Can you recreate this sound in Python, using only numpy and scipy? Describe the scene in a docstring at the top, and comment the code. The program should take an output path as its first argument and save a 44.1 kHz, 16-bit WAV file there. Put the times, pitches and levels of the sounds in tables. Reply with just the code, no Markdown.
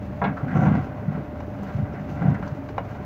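"""A diesel rumbles and hydraulic pumps whine: an excavator is working outdoors, a few metres away.
Its steel bucket clanks down and drags through rubble in two main shoves. Many tiny slips make the
teeth grind, and the hollow bucket groans and booms as it jolts over buried rock.
Stones knock, crack and rasp, soil hisses over the steel and grit crackles off the heap."""
import sys
import numpy as np
from scipy import signal
from scipy.fft import rfft, irfft
from scipy.io import wavfile

SR = 44100
rng = np.random.default_rng(int(sys.argv[2]) if len(sys.argv) > 2 else 0)


def generate_wav(signal):
    """Clip the signal to [-1, 1] and save it as 16-bit WAV at the path in sys.argv[1]."""
    frames = np.transpose(np.atleast_2d(signal))
    scaled = np.clip(frames, -1, 1) * 32767
    pcm = np.round(scaled).astype(np.int16)
    wavfile.write(sys.argv[1], SR, pcm)


N = 134505
TIME = np.arange(N) / SR
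RING_TIME = TIME[:SR // 2]  # half a second for each short sound

# Levels compare rows within a table. t60 is the time to die away by 60 dB; fade, to fall to 37%.
# low tones of the diesel (multiple of its cycle rate, level/dB)
ENGINE_TONES = [(5, -49), (8, -52), (10, -52.5), (12, -43), (16, -42), (20, -53), (30, -46.5), (42, -50)]
# tone colour of the engine and fan noise (f/Hz, level/dB)
ROAR_COLOUR = [(20, -42), (42, -16.5), (70, -4.5), (115, -2.5), (190, -3), (280, -5), (380, -16),
               (470, -15), (660, -13), (950, -19), (1500, -25), (2200, -30.5), (3200, -43.5), (4500, -52),
               (6500, -61.5), (8000, -61), (10000, -77)]
# ring of the knocking cylinder (f/Hz, level/dB, t60/s)
CYLINDER_MODES = [(244, 2, 0.042), (342.5, 2.5, 0.011), (441, -5.5, 0.045)]
# whines of the pumps (f/Hz, level/dB)
WHINES = [(425, -56.5), (565, -51.5), (600.5, -45.5)]
# soil slides over the steel (loudest t/s, level/dB, half length/s)
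SLIDES = [(.565, -62, .025), (.64, -62, .045), (2.13, -70, .06)]
# tone colour of sliding soil (f/Hz, level/dB)
SOIL_COLOUR = [(3000, -25), (5100, -10), (5700, 0), (6500, -1), (7400, -13), (9600, -24), (12000, -17),
               (15500, -15)]
# flow of grit round the bucket (t/s, level/dB)
GRIT_FLOW = [(0, -64), (.46, -66), (.58, -63), (.68, -59), (.77, -57), (.9, -67.5), (1.5, -63.5),
             (1.7, -59.5), (1.9, -63), (2.13, -58), (2.3, -61), (2.56, -64), (3.05, -63)]
# tone colour of grit and stone chips (f/Hz, level/dB)
GRIT_COLOUR = [(1500, -7.5), (2600, 8), (4000, -3), (5000, -4.5), (6200, -7), (7300, -11.5), (8300, -23),
               (9600, -25.5), (12000, -18.5), (16000, -14.5)]
# stones crack under the steel (t/s, level/dB, lowest f/Hz, highest f/Hz, fade/s)
CRACKS = [(.24, -38, 3060, 4150, 0.01), (.368, -63, 5000, 8000, 0.0041), (.75, -55, 3000, 6870, 0.0207),
          (1.402, -56, 3500, 7000, 0.0063), (1.632, -55.5, 7000, 15500, 0.0043),
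          (1.934, -57, 5200, 5700, 0.0045), (2.344, -61, 6300, 13800, .007),
          (2.476, -48.5, 3400, 7000, .009), (2.686, -55, 3400, 7000, 0.013), (2.781, -49, 3500, 6500, .003)]
# rocks rasp along the steel (t/s, level/dB, centre f/Hz, fade/s)
RASPS = [(0.368, -30, 1300, 0.025), (.478, -33.5, 1470, 0.032), (0.507, -31.5, 1600, 0.015),
         (1.149, -40, 1364, 0.02), (1.661, -48, 1570, 0.13), (1.94, -44, 1720, 0.049),
         (2.343, -33.5, 1700, 0.013), (2.428, -43, 1410, 0.073)]
# stones knock together, and at 1.633 s the engine knocks more deeply (t/s, level/dB, bass cut f/Hz, treble cut
# f/Hz)
STONE_KNOCKS = [(1.4046, -4.5, 740, 2500), (1.633, -4, 400, 800), (2.4266, 2.5, 990, 1900),
                (2.471, 1.5, 1200, 1600), (2.689, -3.5, 1200, 3500), (2.7807, 9.5, 337, 2300),
                (2.7936, -7, 450, 1000), (2.804, -4, 450, 1000), (2.9507, -7, 900, 2170)]
# ring of a stone slab (f/Hz, level/dB, t60/s)
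STONE_MODES = [(555, -1.5, .085), (660, -5, .11), (830, 0, .055), (940, -6, .06), (1000, 7, .016),
               (1421, -7, .03), (1560, -6, .028), (2400, -9, .025), (2885, -16, .07), (3850, -11, .014),
               (6400, -12, .008)]
# how hard the loaded bucket shudders (t/s, level/dB)
SHUDDER_LEVEL = [(0, -58), (.22, -50), (.275, -24), (.33, -31), (.4, -44), (.47, -28), (.53, -26),
                 (.565, -19), (.71, -18), (.79, -22), (.88, -36), (1.04, -46), (1.14, -28), (1.27, -40),
                 (1.65, -43), (1.8, -27.5), (1.92, -40), (2.03, -32), (2.2, -33), (2.3, -22), (2.38, -32),
                 (2.7, -48), (3.05, -42)]
# tone colour of the shudder (f/Hz, level/dB)
SHUDDER_COLOUR = [(40, -46), (80, -12), (105, -3), (130, -1), (160, -4), (196, 0), (225, -7), (270, -3),
                  (350, -15), (600, -40), (3000, -100)]
# groan of the bucket as it sticks and slips (f/Hz, level/dB)
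GROAN_TONES = [(145, 0), (196, -2)]
# jolts over buried rock (t/s, level/dB, pitch f/Hz)
JOLTS = [(0.235, -21.5, 158.6), (0.427, -17, 139.4), (0.454, -33.5, 147.6), (0.663, -8, 152.8),
         (0.746, -17.5, 130.6), (1.077, -14.5, 152), (1.745, -17.5, 113.3), (1.788, -20.5, 124.5),
         (1.822, -17, 105.7), (2.211, -15.5, 166.4), (2.251, -8, 163.5), (2.277, -7.5, 150.2),
         (2.3, -13, 159.3), (2.306, -18.5, 103.4), (2.517, -19, 132)]
# hollow ring of the whole bucket (multiple of the jolt's pitch, level/dB, t60/s)
SHELL_MODES = [(0.699, -2.5, 0.11), (0.996, 11.5, 0.097), (1.299, -6, 0.38), (1.799, -11.5, 0.1)]
# how hard the teeth grind (t/s, level/dB)
GRIND_LEVEL = [(0, -61.5), (.43, -41.5), (.51, -37.5), (.575, -27), (.67, -28.5), (.72, -34), (.765, -29),
               (.86, -41.5), (1.05, -46.5), (1.14, -36), (1.27, -49), (1.6, -49.5), (1.69, -40),
               (1.89, -47), (2.0, -41), (2.14, -44.5), (2.2, -36.5), (2.28, -34), (2.4, -41), (2.62, -53.5),
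               (2.88, -44), (3.05, -43.5)]
# tone colour of rubble being crushed (f/Hz, level/dB)
RUBBLE_COLOUR = [(150, -27), (400, -16), (530, 3), (740, 3), (950, -5), (1150, -4), (1280, -8.5),
                 (1560, -1.5), (1780, -18.5), (2050, -11), (2500, -23), (3000, -24), (4200, -44),
                 (8000, -56), (10000, -70)]
# ring of the bucket's steel walls (f/Hz, level/dB, t60/s)
WALL_MODES = [(194, 1, .22), (268, -10, .15), (608, -8, .22), (705, -8, .11), (802, -7.5, .16),
              (926, -9, .13), (1055, -13, .1), (1121, -9.5, .17), (1255, -10, .12), (1340, -13, .25),
              (1420, -6, .17), (1637, -8, .2), (2035, -11, .15), (2182, -14.5, .16), (2514, -18, .16),
              (3456, -14, .12)]
# tone colour of the clatter after a blow (f/Hz, level/dB)
CLATTER_COLOUR = [(60, -17.5), (200, 6), (400, -5.5), (750, 7.5), (1150, -1.5), (1650, -3), (2300, -8.5),
                  (3600, -23), (6000, -51.5), (9000, -33)]
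# teeth strike rock (t/s, level/dB, treble cut f/Hz)
CLANKS = [(0.2166, 14.5, 1280), (0.2227, 5, 1310), (.233, 4.5, 900), (0.2403, 8, 4400), (0.244, 9, 4660),
          (.2525, -6, 2980), (.26, 7, 2000), (.667, 7, 1770), (2.216, -4.5, 1800), (2.278, -3.5, 1790)]
# tone colour of the microphone's hiss (f/Hz, level/dB)
HISS_COLOUR = [(3000, 0), (6500, -0.5), (8000, -14.5), (9600, -9.5), (11500, -4), (15500, -2.5)]

CYCLE_HZ, FIRST_KNOCK_S = 6.545, .1005  # each cylinder fires once a cycle
SLIPS_PER_S = 1500  # rock catching on steel


def amp(db):
    """Turns decibels into a gain."""
    return 10 ** (np.asarray(db) / 20)


def unit(x):
    """Scales a signal to an average size (rms) of 1."""
    return x / np.sqrt(np.mean(x ** 2) + 1e-20)


def curve(points):
    """Gain over time, joining (t/s, level/dB) points."""
    return amp(np.interp(TIME, *np.transpose(points)))


def add(mix, s, sound):
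    """Mixes a sound in at s seconds."""
    part = mix[max(round(s * SR), 0):][:len(sound)]
    part += sound[:len(part)]


def cut(x, hz, kind, order=2):
    """Keeps the "low" side, the "high" side or a "band" of a sound."""
    return signal.lfilter(*signal.butter(order, hz, kind, fs=SR), x)


def colour(x, points, size=8192):
    """Gives a sound the tone colour of (f/Hz, level/dB) points, at rms 1."""
    hz, db = np.transpose(points)
    log_hz = np.log(abs(np.fft.fftfreq(size, 1 / SR)) + 1)
    log_gain = np.log(amp(np.interp(log_hz, np.log(hz), db)))
    response = np.exp(np.conj(signal.hilbert(log_gain)))  # rings after a click, never before
    taps = np.fft.ifft(response).real[:size // 2]
    return unit(signal.fftconvolve(x, taps)[:len(x)])


def soften(x, hz):
    """A softer contact sounds duller, and distance takes away the highest treble."""
    return cut(cut(x, hz, "low"), 6500, "low", order=4)


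def drift(hz):
    """Smooth random wobble at rms 1; a higher hz makes it quicker."""
    smoothing = np.exp(-(np.fft.rfftfreq(N, 1 / SR) / hz) ** 2)
    return unit(irfft(rfft(rng.standard_normal(N)) * smoothing, N))


def tone(hz):
    """A sine wave that follows a changing pitch."""
    return np.sin(2 * np.pi * np.cumsum(hz) / SR)


def clicks(per_s, spread_db):
    """Tiny contacts of uneven size at random times."""
    size = amp(spread_db * np.minimum(rng.exponential(1, N), 4))
    return unit(size * rng.choice([-1, 1], N) * (rng.random(N) < per_s / SR))


def ring(modes):
    """An object's own notes (its modes) dying away, with energy 1."""
    out = sum((-1) ** k * amp(db - 60 * RING_TIME / t60) * np.sin(2 * np.pi * hz * RING_TIME)
              for k, (hz, db, t60) in enumerate(modes))
    return out / np.linalg.norm(out)


def burst(t60):
    """Noise dying away, with energy 1."""
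    out = rng.standard_normal(len(RING_TIME)) * amp(-60 * RING_TIME / t60)
    return out / np.linalg.norm(out)


def strike(modes, clatter_t60, clatter_db, tick_db):
    """A struck object gives a tick, a dense clatter and clear ringing notes."""
    drive = amp(clatter_db) * burst(clatter_t60)
    drive[0] += amp(tick_db)
    return ring(modes) + colour(drive, CLATTER_COLOUR) * np.sqrt(np.mean(drive ** 2))


def engine():
    """A four-cylinder diesel hums, its roar throbs with each firing, and one cylinder knocks."""
    turn = 2 * np.pi * CYCLE_HZ * (TIME - FIRST_KNOCK_S)
    out = np.zeros(N)
    for multiple, db in ENGINE_TONES:
        level = amp(db + 4.6 * drift(hz=4.9)) * np.sqrt(2)
        out += level * np.cos(multiple * turn + 2 * np.pi * rng.random())
    throb = 1 + 0.13 * np.cos(4 * turn)
    roar = rng.standard_normal(N) * throb * amp(0.62 * drift(hz=24.9))
    out += amp(-36.5) * colour(roar, ROAR_COLOUR)
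    rise = 1 - np.exp(-(RING_TIME / .003) ** 2)
    knock = cut(ring(CYLINDER_MODES) * rise, [260, 460], "band")
    for s in np.arange(FIRST_KNOCK_S, N / SR, 1 / CYCLE_HZ):
        add(out, s, amp(rng.normal(-28, 1)) * knock / abs(knock).max())
    return out


def hydraulics():
    """The pumps whine thinly, wavering a little in pitch and level."""
    speed = 1 + .003 * drift(hz=2.5)
    out = np.zeros(N)
    for hz, db in WHINES:
        flutter_db, jitter = 2 * drift(hz=14), .005 * drift(hz=30)
        out += amp(db + flutter_db) * np.sqrt(2) * tone(hz * (speed + jitter))
    return out


def soil():
    """Fine grains hiss over the steel in short slides."""
    level = sum(amp(db) * np.exp(-((TIME - s) / half_s) ** 2) for s, db, half_s in SLIDES)
    return level * colour(clicks(per_s=4800, spread_db=1), SOIL_COLOUR)


def grit():
    """Grit crackles as it flows unevenly round the bucket."""
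    grains = clicks(per_s=4500, spread_db=3) * amp(2.5 * drift(hz=30))
    return curve(GRIT_FLOW) * colour(grains, GRIT_COLOUR)


def cracks(rise_s=.0006):
    """A stone cracks in a sudden, bright spray of tiny breaks that dies quickly."""
    out = np.zeros(N)
    for s, db, low_hz, high_hz, fade_s in CRACKS:
        chips = colour(clicks(per_s=9000, spread_db=1)[:len(RING_TIME)], GRIT_COLOUR)
        shape = np.minimum(RING_TIME / rise_s, 1) * np.exp(-RING_TIME / fade_s)
        add(out, s, amp(db) * shape * unit(cut(chips, [low_hz, high_hz], "band")))
    return out


def rasps(rise_s=.0051, width=1.17):
    """A rock scrapes along the steel in a short run of slips that swells and fades."""
    out = np.zeros(N)
    for s, db, hz, fade_s in RASPS:
        slips = clicks(SLIPS_PER_S, spread_db=1.5)[:len(RING_TIME)]
        shape = np.minimum(RING_TIME / rise_s, 1) * np.exp(-RING_TIME / fade_s)
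        add(out, s, amp(db) * shape * unit(cut(slips, [hz / width, hz * width], "band")))
    return out


def stone_knocks():
    """Stones knock together; small ones lack the low ring. One deeper knock here comes from the engine."""
    out = np.zeros(N)
    for s, db, low_hz, high_hz in STONE_KNOCKS:
        knock = strike(STONE_MODES, clatter_t60=0.15, clatter_db=-7.5, tick_db=-22)
        add(out, s, amp(db - 5) * cut(soften(knock, high_hz), low_hz, "high"))
    return out


def bucket_shudder():
    """The loaded bucket sticks and slips, so it groans and shudders."""
    groan = sum(amp(db + 2.1 * drift(hz=35.8)) * tone(hz * (1 + .07 * drift(hz=41.2)))
                for hz, db in GROAN_TONES)
    shudder = colour(clicks(per_s=900, spread_db=-0.5), SHUDDER_COLOUR)
    return curve(SHUDDER_LEVEL) * unit(unit(groan) + amp(-1) * shudder)


def bucket_booms(rise_s=.0034):
    """Each jolt over buried rock makes the whole hollow bucket boom."""
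    out = np.zeros(N)
    rise = 1 - np.exp(-(RING_TIME / rise_s) ** 2)
    for s, db, hz in JOLTS:
        boom = rise * ring([(hz * ratio, level, t60) for ratio, level, t60 in SHELL_MODES])
        add(out, s, amp(db) * boom / abs(boom).max())
    return out


def bucket_grinding(patches=5, detune=.025, ring_left=.45):
    """Slips crush rubble and ring patches of steel; the rubble's pressure shortens and detunes the ring."""
    slips = clicks(SLIPS_PER_S, spread_db=2.6) * amp(1.8 * drift(hz=80))
    patch_hit = rng.integers(0, patches, N)
    walls = np.zeros(N)
    for k in range(patches):
        modes = [(hz * rng.normal(1, detune), db, t60 * ring_left) for hz, db, t60 in WALL_MODES]
        drive = slips * (patch_hit == k) * amp(2 * drift(hz=15))
        walls += signal.fftconvolve(drive, ring(modes))[:N]
    steel = amp(-7) * unit(soften(walls, hz=2000))
    return curve(GRIND_LEVEL) * unit(steel + colour(slips, RUBBLE_COLOUR))


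def bucket_clanks():
    """The teeth hit rock, and each hard blow rings the steel walls."""
    out = np.zeros(N)
    for s, db, hz in CLANKS:
        clank = strike(WALL_MODES, clatter_t60=0.21, clatter_db=-0.5, tick_db=-16)
        add(out, s, amp(db - 5.5) * soften(clank, hz))
    return out


def scene():
    """All sources together; the sharper digging sounds scatter a little off the heap and the trees."""
    digging = bucket_clanks() + bucket_grinding() + stone_knocks() + grit() + rasps() + cracks() + soil()
    scatter = amp(-8.5) * signal.fftconvolve(digging, burst(t60=0.075))[:N]
    return (engine() + hydraulics() + bucket_shudder() + bucket_booms() + digging + scatter)[None]


def record(dry):
    """The microphone thins the deep bass and adds hiss; then the very top of the treble is cut."""
    thinned = cut(dry, 53.3, "high", order=3)
    hiss = amp(-69.5) * colour(rng.standard_normal(N), HISS_COLOUR)
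    treble_cut = signal.firwin(511, 15850, window=("kaiser", 9), fs=SR)
    return signal.oaconvolve(thinned + hiss, treble_cut[None], "same")


dry = scene()
out = record(dry)
generate_wav(out)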